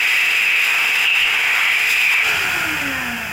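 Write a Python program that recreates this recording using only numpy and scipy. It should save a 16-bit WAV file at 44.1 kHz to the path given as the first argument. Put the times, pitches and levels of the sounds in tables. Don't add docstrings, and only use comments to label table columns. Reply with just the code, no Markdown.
import sys
import numpy as np
from scipy import signal
from scipy.fft import rfft, irfft
from scipy.io import wavfile
from scipy.ndimage import uniform_filter1d, minimum_filter1d

SR = 44100
rng = np.random.default_rng(int(sys.argv[2]) if len(sys.argv) > 2 else 0)


def generate_wav(sig):
    pcm = np.round(np.clip(np.atleast_2d(sig).T, -1, 1) * 32767).astype(np.int16)
    wavfile.write(sys.argv[1], SR, pcm)


N = 146412
T = np.arange(N) / SR

# (time [s], whistle centre [Hz], whistle level [dB], roar level [dB],
# cupped palm level [dB], hiss level [dB])
JET_ON_HAND = [(0, 2540, -13, -10, -36, -25.5), (0.162, 2550, -7.5, -7.5, -21, -19.5),
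               (0.3, 2570, -10, -13.5, -32, -23.5), (0.46, 2540, -9, -11, -24.0, -23.5),
               (0.55, 2520, -5, -9, -35, -24.5), (0.641, 2550, -9.5, -8, -21, -18.5),
               (0.72, 2590, -12, -19, -21, -26), (0.818, 2550, -12.5, -15, -18, -22.5),
               (0.919, 2600, -14.5, -16, -27, -27.5), (0.99, 2706, -10, -15, -23, -24),
               (1.046, 2807, -10, -14, -19.5, -21.5), (1.08, 2750, -1, -18, -20.5, -28.0),
               (1.14, 2630, -8, -18, -26.5, -31.5), (1.167, 2640, -6, -10.0, -14, -16.5),
               (1.22, 2710, -2, -9.5, -23.5, -21), (1.3, 2650, -16.5, -13.5, -20.5, -31.5),
               (1.419, 2460, -17, -12, -24.5, -28), (1.58, 2290, -18, -10, -15, -23.5),
               (1.701, 2390, -10.0, -5.5, -19.5, -23.5), (1.8, 2450, -13.5, -12.5, -32, -25),
               (1.91, 2580, -11.5, -11.0, -26, -19), (2.02, 2500, -4, -10.5, -25, -19.5),
               (2.085, 2470, -4, -12.5, -24, -20), (2.13, 2540, -5, -6, -11.5, -15),
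               (2.17, 2452, -3.5, -11, -16, -22), (2.215, 2205, -6, -9, -16, -24)]
# (frequency [Hz], density [dB per Hz])
ROAR_SPECTRUM = [(100, -33), (600, -29), (1200, -15), (1780, -10), (1960, 2), (2250, 2.5), (2600, -1),
                 (2870, 0), (3050, -11), (3270, -7), (3450, -21.5), (4300, -28), (6000, -41)]
# (frequency [Hz], density [dB per Hz])
PALM_SPECTRUM = [(40, -32), (400, -20.5), (620, -15.5), (740, -5.5), (1000, -0.5), (1150, -1), (1400, 1),
                 (1700, -0.5), (2200, -2.5), (3500, -43)]
# (frequency [Hz], density [dB per Hz])
HISS_SPECTRUM = [(3600, 3.5), (4350, -11.5), (4700, -4), (4980, 1), (5450, -8.5), (6600, -10.5),
                 (7450, -3.5), (8400, -17), (9600, -11), (11200, -13), (12800, -12), (13600, -17),
                 (14300, -7), (15800, -19.5)]
# (frequency [Hz], density [dB per Hz])
BLOWER_SPECTRUM = [(30, -23), (300, -19), (480, -16.5), (640, -15.5), (720, -8), (900, -12.5), (1120, -15),
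                   (1340, -7), (1440, -4), (1580, -4), (1780, -1), (1950, -7), (2250, -1.5), (2530, 2.5),
                   (2850, -6), (3250, -7.5), (3550, -18), (4350, -22), (4700, -19.5), (4980, -13.5),
                   (5500, -21.5), (6500, -20.5), (7450, -17.5), (8500, -29.5), (10200, -26.5), (12500, -29),
                   (14000, -24), (15800, -30.5)]
# (frequency [Hz], change [dB])
FADE_PER_HALVING = [(80, -1), (300, -8.5), (900, -6.5), (1600, -8), (2400, -12), (3200, -11.5), (4200, -15),
                    (5200, -9), (8000, -10), (15000, -5.5)]
# (time [s], level [dB])
WHINE_LEVEL = [(0, -38), (2.22, -36.5), (2.29, -28), (2.38, -41), (2.45, -39), (2.52, -49), (2.57, -31),
               (2.62, -44), (2.68, -32), (2.74, -30), (2.785, -39), (2.83, -30.5), (2.9, -28.5),
               (2.96, -38), (3.02, -36), (3.07, -33), (3.14, -29), (3.19, -40), (3.32, -35)]
# (multiple of shaft speed [-], level [dB])
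SHAFT_OVERTONES = [(2, -39), (3, -42), (4, -41.5), (5, -46), (6, -47.5), (7, -32), (9, -54), (11, -44),
                   (12, -39)]
# (frequency [Hz], gain [dB])
CASING_RESONANCES = [(440, -16), (530, 1), (620, -7), (715, 1), (790, 1.5), (880, 1.5), (960, -6),
                     (1040, 6), (1150, -17), (1300, 1), (1440, -1), (1600, -10), (1780, 2.5), (1950, -1),
                     (2550, 3), (3000, -1.5), (4000, -18), (5000, -1), (5500, -19)]
# (frequency [Hz], density [dB per Hz])
PANEL_SPECTRUM = [(700, -38), (1330, -17), (1405, -12), (1436, 1.5), (1470, -12), (1550, -20), (3000, -43)]
# (frequency [Hz], density [dB per Hz])
RUMBLE_SPECTRUM = [(20, -18), (55, -19.5), (86, 6.5), (105, -6), (135, -2.5), (175, -1), (210, -8),
                   (300, -14.5), (420, -15), (900, -27.5)]
# (start [s], length [s], peak level [dB])
PUFF_TIMES = [(1.188, 0.083, -26), (2.045, 0.065, -33)]
# (frequency [Hz], density [dB per Hz])
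PUFF_SPECTRUM = [(10, 1), (35, -7), (80, -17), (160, -11.5), (500, -56)]

HAND_GONE_S, LEAVE_S = 2.27, 0.084
FLUTTER_DB, HISS_FLUTTER_DB, HISS_FROM_HZ = 1.0, 1.24, 3800
WHISTLE_POLE_WIDTH_HZ = 370
WHISTLE_WANDER = 0.01795
RUN_HZ, OFF_S, COAST_S, COAST_POWER = 451, 2.26, 1.47, 1.41
SHAFT_WAVER = 0.0016
WHINE_WET, OVERTONE_WET = 0.085, 0.68
BLOWER_DB, GUST_S, GUST_LENGTH_S, GUST_DB = -16.5, 2.29, 0.056, 8.5
PANEL_DB, PANEL_PEAK_S, PANEL_SWELL_S = -27, 2.57, 0.27
FREE_S, FREE_RISE_S, RUMBLE_DB, RUMBLE_FADE_DB = 2.235, 0.034, -35, -4
ROOM_T60_S = 0.44
THRESHOLD_DB, RATIO, SENSE_S, RECOVER_DB_PER_S = -19.5, 3.56, 0.015, 238
CEILING, CEILING_S, EDGE_HZ = 0.44, 0.0026, 15850


def amp(db):
    return 10 ** (np.asarray(db) / 20)


def unit(x):
    return x / np.sqrt(np.mean(x ** 2) + 1e-20)


def read(points, hz):
    f, value = np.transpose(points)
    return np.interp(np.log(hz + 1), np.log(f + 1), value)


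def colour(x, points):
    gain = amp(read(points, np.fft.rfftfreq(N, 1 / SR)))
    return irfft(rfft(x) * gain, N)


def noise(points):
    return unit(colour(rng.standard_normal(N), points))


def drift(rate_hz):
    hz = np.fft.rfftfreq(N, 1 / SR)
    spectrum = rfft(rng.standard_normal(N))
    return unit(irfft(spectrum / (1 + (hz / rate_hz) ** 2), N))


def room(x, wet):
    tail = rng.standard_normal(SR) * amp(-60 * T[:SR] / ROOM_T60_S)
    echo = signal.fftconvolve(x, tail / np.linalg.norm(tail))[:N]
    return np.sqrt(1 - wet) * x + np.sqrt(wet) * echo


def speed(t):
    return (1 + np.maximum(t - OFF_S, 0) / COAST_S) ** -COAST_POWER


def whistle_on_fingers(centre_hz):
    r = np.exp(-np.pi * WHISTLE_POLE_WIDTH_HZ / SR)
    white = rng.standard_normal(N) + 1j * rng.standard_normal(N)
    eddies = signal.lfilter([1], np.poly([r, r]), white)
    turns = np.cumsum(centre_hz * (1 + WHISTLE_WANDER * drift(rate_hz=30.4))) / SR
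    return unit((eddies * np.exp(2j * np.pi * turns)).real)


def jet_on_hand():
    times, *columns = np.transpose(JET_ON_HAND)
    centre_hz, whistle_db, roar_db, palm_db, hiss_db = (np.interp(T, times, c) for c in columns)
    high_pass = signal.butter(4, HISS_FROM_HZ, "high", fs=SR, output="sos")
    hiss = unit(signal.sosfilt(high_pass, noise(HISS_SPECTRUM)))
    hiss_db = hiss_db + HISS_FLUTTER_DB * drift(rate_hz=13)
    air = whistle_on_fingers(centre_hz) * amp(whistle_db)
    air = air + noise(ROAR_SPECTRUM) * amp(roar_db)
    air = air + noise(PALM_SPECTRUM) * amp(palm_db)
    air = air + hiss * amp(hiss_db)
    flutter = amp(FLUTTER_DB * drift(rate_hz=30.6))
    blocked = np.clip((HAND_GONE_S - T) / LEAVE_S, 0, 1)
    return room(air * flutter * blocked, wet=0.15)


def blower():
    hz, t, bins = signal.stft(noise(BLOWER_SPECTRUM), SR, nperseg=1024)
    bins = bins * amp(-read(FADE_PER_HALVING, hz)[:, None] * np.log2(speed(t)))
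    rush = signal.istft(bins, SR)[1][:N]
    gust_db = GUST_DB * np.exp(-((T - GUST_S) / GUST_LENGTH_S) ** 2)
    return room(rush, wet=0.11) * amp(BLOWER_DB + gust_db + 0.5 * drift(rate_hz=18))


def motor():
    shaft_hz = RUN_HZ * speed(T) * (1 + SHAFT_WAVER * drift(rate_hz=11.7))
    angle = 2 * np.pi * np.cumsum(shaft_hz) / SR
    whine = np.sin(angle) * amp(np.interp(T, *np.transpose(WHINE_LEVEL)))
    overtones = np.zeros(N)
    for multiple, db in SHAFT_OVERTONES:
        phase = 2 * np.pi * rng.random()
        overtones += amp(db) * np.sin(round(multiple) * angle + phase)
    overtones = colour(overtones, CASING_RESONANCES)
    return np.sqrt(2) * (room(whine, WHINE_WET) + room(overtones, OVERTONE_WET))


def panel():
    swell = 1 / (1 + ((T - PANEL_PEAK_S) / PANEL_SWELL_S) ** 2)
    return noise(PANEL_SPECTRUM) * amp(PANEL_DB) * swell


def free_jet():
    opening = np.clip((T - FREE_S) / FREE_RISE_S, 0, 1)
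    return noise(RUMBLE_SPECTRUM) * opening * amp(RUMBLE_DB - RUMBLE_FADE_DB * np.log2(speed(T)))


def puffs():
    swells = np.zeros(N)
    for start, length, db in PUFF_TIMES:
        swells += amp(db) * np.sin(np.pi * np.clip((T - start) / length, 0, 1))
    return noise(PUFF_SPECTRUM) * swells


def scene():
    return (jet_on_hand() + blower() + motor() + panel() + free_jet() + puffs())[None]


def record(dry):
    power = uniform_filter1d(dry[0] ** 2, int(SENSE_S * SR))
    power_db = 10 * np.log10(abs(power) + 1e-12)
    fall = T * RECOVER_DB_PER_S
    sensed_db = np.maximum.accumulate(power_db + fall) - fall
    over_db = np.maximum(sensed_db - THRESHOLD_DB, 0)
    held = dry * amp(-(1 - 1 / RATIO) * uniform_filter1d(over_db, size=200))
    span = int(CEILING_S * SR)
    peak_gain = CEILING / np.maximum(abs(held[0]), CEILING)
    held = held * uniform_filter1d(minimum_filter1d(peak_gain, span), span)
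    low_pass = signal.firwin(511, EDGE_HZ, window=("kaiser", 9), fs=SR)
    return signal.oaconvolve(held, low_pass[None], "same")


dry = scene()
out = record(dry)
generate_wav(out)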